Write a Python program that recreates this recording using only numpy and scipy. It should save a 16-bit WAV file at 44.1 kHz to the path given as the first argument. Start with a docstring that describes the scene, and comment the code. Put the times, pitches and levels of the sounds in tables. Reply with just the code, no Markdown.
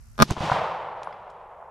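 """Soft wind, hiss and pulsing insects, then a tiny trigger tick and one pistol shot in an open field.
The shot stutters in as quieter, mostly duller forerunners over a swelling boom, then cracks and bounces off the ground.
It is noise ringing at a few pitches. Near objects return short rings, large surfaces low thumps, and
tree trunks a dense, darkening echo built from many clicks. Filtered noise and damped sines make the
spent case tick and ring as it lands in the gravel. Wind, hiss and insects are softer after the shot."""
import sys
import numpy as np
from scipy import signal
from scipy.fft import rfft, irfft
from scipy.io import wavfile

SR = 44100
rng = np.random.default_rng(int(sys.argv[2]) if len(sys.argv) > 2 else 0)


def field_ratio(decibels):
    """Amplitude ratio for a level in dB (20 dB per decade); scalars and array-likes work."""
    return 10 ** (np.asarray(decibels, dtype=float) / 20)


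def wav_record(signal):
    """Record a signal, one row per channel, as 16-bit PCM in the file named by sys.argv[1]."""
    frames = np.transpose(np.atleast_2d(signal))
    bounded = np.clip(frames, -1, 1)
    # unit amplitude maps onto the largest positive 16-bit level
    quanta = np.round(bounded * 32767).astype(np.int16)
    wavfile.write(sys.argv[1], SR, quanta)


N = 74970  # samples in the scene
SHORT = 4096  # samples in a brief sound
TIME = np.arange(N) / SR  # seconds
SIGNS = np.array([[1], [-1]])  # left, right
SHOT_S = 0.2217  # when the direct blast starts


def col(table, order):
    """One column of a table."""
    return np.array(table, float)[:, order]


def over_time(table, order):
    """A column read at every sample; the first column holds the seconds."""
    return np.interp(TIME, col(table, 0), col(table, order))


def on_log(table, hz):
    """A table of Hz and value, read on a log frequency axis."""
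    return np.interp(np.log(np.maximum(hz, 1)), np.log(col(table, 0)), col(table, 1))


def band(x, lo_hz, hi_hz):
    """Keep the range between two frequencies."""
    return signal.sosfilt(signal.butter(2, [lo_hz, hi_hz], "band", fs=SR, output="sos"), x)


def low(x, hz):
    """Steep low-pass: keep what lies below hz."""
    return signal.sosfilt(signal.butter(4, hz, fs=SR, output="sos"), x)


def colour(x, table):
    """Shape a noise by points of Hz and dB, then scale it to an rms of 1."""
    gain = field_ratio(on_log(table, np.fft.rfftfreq(N, 1 / SR)))
    y = irfft(rfft(x) * gain, N)
    return y / np.sqrt(np.mean(y ** 2))


def fall(t60, size=SHORT):
    """Decay by 60 dB in t60 seconds."""
    return field_ratio(-60 * np.arange(size) / SR / t60)


def ring(hz, t60, lead=0., size=SHORT):
    """A damped sine, as from something struck; lead is its starting phase in radians."""
    return np.sin(2 * np.pi * hz * np.arange(size) / SR + lead) * fall(t60, size)


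def add(out, sound, s, db, pan_db=0.):
    """Mix a sound in at s seconds; pan_db is left minus right."""
    i = int(s * SR)
    part = (sound * field_ratio(db + pan_db * SIGNS / 2))[:, :N - i]
    out[:, i:i + part.shape[1]] += part


def air():
    """Wind rumble and faint hiss are coloured noise; insects are treble noise in quick pulses."""
    # Wind and hiss. Each row: frequency in Hz, relative level in dB per Hz.
    wind_colour = [(15, -33), (25, -2), (97, -5), (163, -20), (181, -32), (229, -21), (312, -40),
                   (540, -38), (1380, -35), (3090, -46.5), (3340, -51.5), (5330, -41), (12600, -47.5),
                   (16400, -75.5), (22000, -120)]
    insect_hz = 6800, 13020
    pulses_per_s, first_pulse_s = 65.5, 0.0105  # middle of the first pulse
    # Everything here goes down 15.5 dB around the shot, within 40 ms.
    after = np.clip((TIME - SHOT_S + 0.017) / 0.04, 0, 1)
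    drop_db = -15.5 * after

    wind = colour(rng.standard_normal((2, N)), wind_colour)
    mid, side = wind - 0.7 * band(wind, *insect_hz)  # thinner where the insects chirr
    width = 0.78 * (1 - 0.9 * after)  # narrower after the shot
    wind = (mid + width * side * SIGNS) * field_ratio(-49 + drop_db)

    throb = np.cos(np.pi * pulses_per_s * (TIME - first_pulse_s)) ** 2
    chirr = band(rng.standard_normal((2, N)), *insect_hz) * throb
    return wind + chirr * field_ratio(-58.5 + drop_db)


def ticks():
    """Trigger and spent case tick as short noise bursts; the bouncing case also rings as damped sines."""
    # Ticks. Each row: start in seconds, level in dB, main frequency in Hz, time to fall 60 dB in seconds.
    tick_list = [(0.1557, -45, 2980, 0.00323), (1.0327, -30, 4500, 0.0049), (1.0373, -43, 5500, 0.0068),
                 (1.046, -46.5, 5540, .008), (1.1275, -44, 2500, .01), (1.3, -55, 5000, 0.058)]
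    # Second bounce of the case. Each row: frequency in Hz, level in dB, time to fall 60 dB in seconds.
    knock = [(2080, -39.5, 0.025), (3370, -50, 0.037), (5000, -52, 0.024)]
    out = np.zeros((2, N))
    noises = rng.standard_normal((len(tick_list), SHORT))
    for (s, db, hz, t60), noise in zip(tick_list, noises):
        tick = band(noise * fall(t60), hz / 2.4, hz * 2)
        add(out, low(tick, hz * 1.7), s, db)

    # The thin ring of the brass throbs 40 times a second as the case spins.
    size = 16384
    tumble = 0.72 + 0.4 * np.cos(2 * np.pi * 40 * np.arange(size) / SR)
    add(out, ring(10120, 0.29, size=size) * tumble, 1.033, -65.5)
    for hz, db, t60 in knock:
        add(out, low(ring(hz, t60), hz * 1.6), 1.1265, db)
    return out


def trees():
    """Every trunk returns a click of its own size; the rolling echo grows weaker and duller in the long run."""
    # Course of the echo. 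Each row: time in seconds, level near 1 kHz in dB, treble level in dB,
    # bass level in dB. Of the treble, only its distance from the 1 kHz level counts, compared with 0.6 s.
    roll = [(.235, -36, -47, -58), (.26, -57.5, -57.5, -38), (.285, -48.5, -48, -46),
            (.32, -36.5, -39.5, -26.5), (.355, -53, -54.5, -53), (.375, -35.5, -50, -35),
            (.40, -39, -46.5, -50.5), (.425, -28.5, -41.5, -29), (.45, -30, -40.5, -32.5),
            (.488, -28.5, -43.5, -40), (.508, -30.5, -42.5, -46), (.535, -24.5, -40.5, -37),
            (.6, -25.5, -47, -43), (.74, -30.5, -56, -52), (.95, -36.5, -68, -57.5),
            (1.07, -39.5, -66.5, -57), (1.2, -42.5, -72.5, -61.5), (1.7, -46.5, -88, -71)]
    # Tone of the clicks. Each row: frequency in Hz, relative level in dB per Hz.
    click_colour = [(210, -51), (350, -15), (479, -4), (786, 1), (970, 1.5), (1060, -3), (1160, -4),
                    (1640, -13), (3170, -20), (12600, -56), (16400, -90.5), (22000, -120)]
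    # Tone of the bass. Each row: frequency in Hz, relative level in dB per Hz.
    bass_colour = [(15, -61.5), (25, -18), (167, -1.5), (215, -9), (242, -16.5), (340, -10.5), (440, -15.5),
                   (750, -120)]
    # Left against right. Each row: frequency in Hz, squared likeness from 0 to 1.
    likeness = [(60, 0.99), (130, 1.0), (270, 0.98), (580, 1), (1250, 0.97), (2660, 0.67), (5690, 1),
                (12100, 0)]
    trunks_per_s, size_spread_db = 9000, 1.23
    tilt_from_hz, tilt_full_hz = 1310, 4500  # the treble change starts here, is complete here

    freqs = np.fft.rfftfreq(N, 1 / SR)
    like = on_log(likeness, freqs) ** 0.5

    def wide(x):
        """Spectrum of a stereo pair with the wanted likeness, from two separate noises."""
        shared = np.sqrt((1 + like) / 2) * rfft(x[0])
        opposed = np.sqrt((1 - like) / 2) * rfft(x[1])
        return shared + opposed * SIGNS

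    hit = rng.random((2, N)) < trunks_per_s / SR
    size = field_ratio(size_spread_db * rng.exponential(size=(2, N)))
    clicks = hit * size * rng.standard_normal((2, N))
    clicks = clicks + 0.3 * rng.standard_normal((2, N))  # fine noise between the clicks
    click_spectrum = wide(colour(clicks, click_colour))

    level, treble, bass = (over_time(roll, k) for k in (1, 2, 3))
    tilt = treble - level
    tilt = tilt - np.interp(0.6, TIME, tilt)
    bass_noise = colour(rng.standard_normal((2, N)), bass_colour)
    out = irfft(wide(bass_noise), N) * field_ratio(bass)
    # Half-octave slots overlap, so that each can fade at its own pace.
    for hz in 200 * 2 ** np.arange(0, 7, 0.5):
        share = np.log(hz / tilt_from_hz) / np.log(tilt_full_hz / tilt_from_hz)
        share = np.clip(share, 0, 1.3)
        slot = np.clip(1 - 2 * np.abs(np.log2(freqs / hz + 1e-9)), 0, 1)
        out = out + irfft(click_spectrum * slot, N) * field_ratio(level + share * tilt)
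    return out * np.clip((TIME - SHOT_S) / 0.03, 0, 1)  # silent before the shot


def slaps():
    """Near objects return a short ring with a noisy crack; large surfaces return a low, damped thump."""
    # Near objects. Each row: start in seconds, ring level in dB, crack level in dB, left minus right in dB.
    slap_list = [(0.303, -17, -42, -4), (0.3069, -13.5, -37, -1.5), (0.3082, -28, -17.5, -9.5),
                 (0.366, -16.5, -57, 6.5), (0.4049, -20.5, -41, -15), (.4975, -6, -44, 4),
                 (0.517, -2.5, -48, -4), (0.521, -5, -40.5, 5.5), (1.0715, -16.5, -65, 2.5),
                 (1.625, -28, -80, -9)]
    # Large surfaces. Each row: start in seconds, level in dB, frequency in Hz, cycles to fall 60 dB,
    # left minus right in dB.
    thumps = [(0.229, -1, 139, 1, 6), (0.2915, -22, 131, 2.6, 0.5), (0.3103, -3.5, 95, 1.1, -5),
              (0.376, -22, 152, 2.8, 2), (0.406, -15, 130, 3.6, 1), (0.514, -19, 138, 10.5, 0.5)]
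    hz, t60 = 1033, 0.013  # main ring in Hz, its time to fall 60 dB in seconds
    out = np.zeros((2, N))
    rise = 1 - np.exp(-(np.arange(SHORT) / SR / 0.0012) ** 2)  # soft start, about 1.2 ms
    slap = ring(hz, t60) + 0.5 * ring(hz * 1.354, t60) - 0.5 * ring(hz * 0.69, t60)
    slap = slap * rise

    noises = rng.standard_normal((len(slap_list), 2, SHORT))
    for (s, db, crack_db, pan), noise in zip(slap_list, noises):
        add(out, slap, s, db, pan)
        nearly_mono = noise[0] + 0.2 * noise
        add(out, band(nearly_mono * fall(0.0027), 1500, 9300), s, crack_db, pan)
    for s, db, thump_hz, cycles, pan in thumps:
        add(out, -low(ring(thump_hz, cycles / thump_hz), 490), s, db, pan)
    return out


def boom():
    """Steady low sines swell under the forerunners and fade just after the shot."""
    # Sines. Each row: frequency in Hz, level in dB before the swell, left minus right in dB,
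    # lead of the left in radians.
    boom_tones = [(145, -20.5, -6.5, 0.94), (226.8, -18.5, -2, 0.88)]
    # The swell. Each row: time in seconds, gain in dB.
    boom_level = [(.178, -32.5), (.193, -14), (.203, 0), (.226, 6.5), (.236, -5), (.25, -36.5)]
    swell = field_ratio(np.interp(TIME, col(boom_level, 0), col(boom_level, 1), left=-120, right=-120))
    out = np.zeros((2, N))
    for hz, db, pan, lead in boom_tones:
        tone = np.sin(2 * np.pi * hz * (TIME - SHOT_S) + lead * SIGNS / 2)
        out += tone * field_ratio(db + pan * SIGNS / 2)
    return low(out * swell, 800)


def blast(gas):
    """Turbulent gas excites the blast's ring and snap; the ground repeats both, duller."""
    # The ring. Each row: frequency in Hz, relative level in dB, time to fall 60 dB in seconds,
    # left minus right in dB, lead of the left in radians.
    blast_ring = [(432, -21, .014, -2.5, 0.72), (670, 2.5, 0.017, -8.5, 0.28), (945, -2, 0.02, 0, -0.15),
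                  (1229, 11.5, 0.0095, 2.5, -1.4), (2000, -10.5, 0.0055, -5, 0.65)]
    # Broad treble of the shock front. Each row: frequency in Hz, relative level in dB per Hz.
    snap_colour = [(800, -43.5), (1600, -3.5), (3200, -4.5), (5500, 1), (8000, -12), (11500, -11.5),
                   (16000, -16), (21000, -61.5)]
    rise = np.clip(np.arange(SHORT) / SR / 0.0008, 0, 1)  # 0.8 ms
    body = np.zeros((2, SHORT))
    for hz, db, t60, pan, lead in blast_ring:
        body += ring(hz, t60, lead * SIGNS / 2) * field_ratio(db + pan * SIGNS / 2)
    fizz = gas[0, :, :SHORT] * fall(0.013) * rise
    rung = signal.fftconvolve(body, fizz, axes=1)[:, :SHORT]

    snap_fall = fall(0.013) + field_ratio(-25.5) * fall(0.094)  # quick drop, then a faint tail
    snap = colour(gas[1], snap_colour)[:, :SHORT] * rise * snap_fall
    direct = rung / np.abs(rung).max() + field_ratio(-8.5) * snap
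    bounce = np.roll(direct, int(0.0048 * SR), axis=1)  # 4.8 ms later
    return direct + field_ratio(-4) * low(bounce, 5200)


def pistol():
    """The blast, led in by quieter copies whose noise differs in part, with the boom under them."""
    # Forerunners, earliest first. Each row: level in dB, gain of the treble above 5 kHz in dB.
    forerunners = [(-27.5, 0), (-13.5, -13.5), (-4.5, -15), (-6.5, -15)]
    step_s = 0.01067  # from one copy to the next
    alike = 0.54  # likeness of the gas noise left and right, 0 to 1
    count = len(forerunners)
    # One set of noises per copy and one for the blast; each set feeds the ring and the snap.
    noise = rng.standard_normal((count + 1, 2, 2, N))
    shared, opposed = noise[:, :, :1], noise[:, :, 1:]
    gas = np.sqrt((1 + alike) / 2) * shared + np.sqrt((1 - alike) / 2) * opposed * SIGNS

    out = np.zeros((2, N))
    add(out, blast(gas[-1]), SHOT_S, 4)
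    for k, (db, treble_db) in enumerate(forerunners):
        full = blast(gas[-1] + 0.5 * gas[k])
        dull = low(full, 5000)
        add(out, dull + field_ratio(treble_db) * (full - dull), SHOT_S - (count - k) * step_s, db)
    return out + boom()


def scene():
    """All sources together, from the background to the shot."""
    return air() + ticks() + trees() + slaps() + pistol()


def roll_off(x):
    """The treble ends steeply here."""
    return signal.sosfilt(signal.butter(12, 12740, fs=SR, output="sos"), x)


def record(dry):
    """The camera clips whatever goes beyond full scale."""
    clipped = np.clip(dry, -1, 1)
    return roll_off(clipped)


dry = scene()
out = record(dry)
wav_record(out)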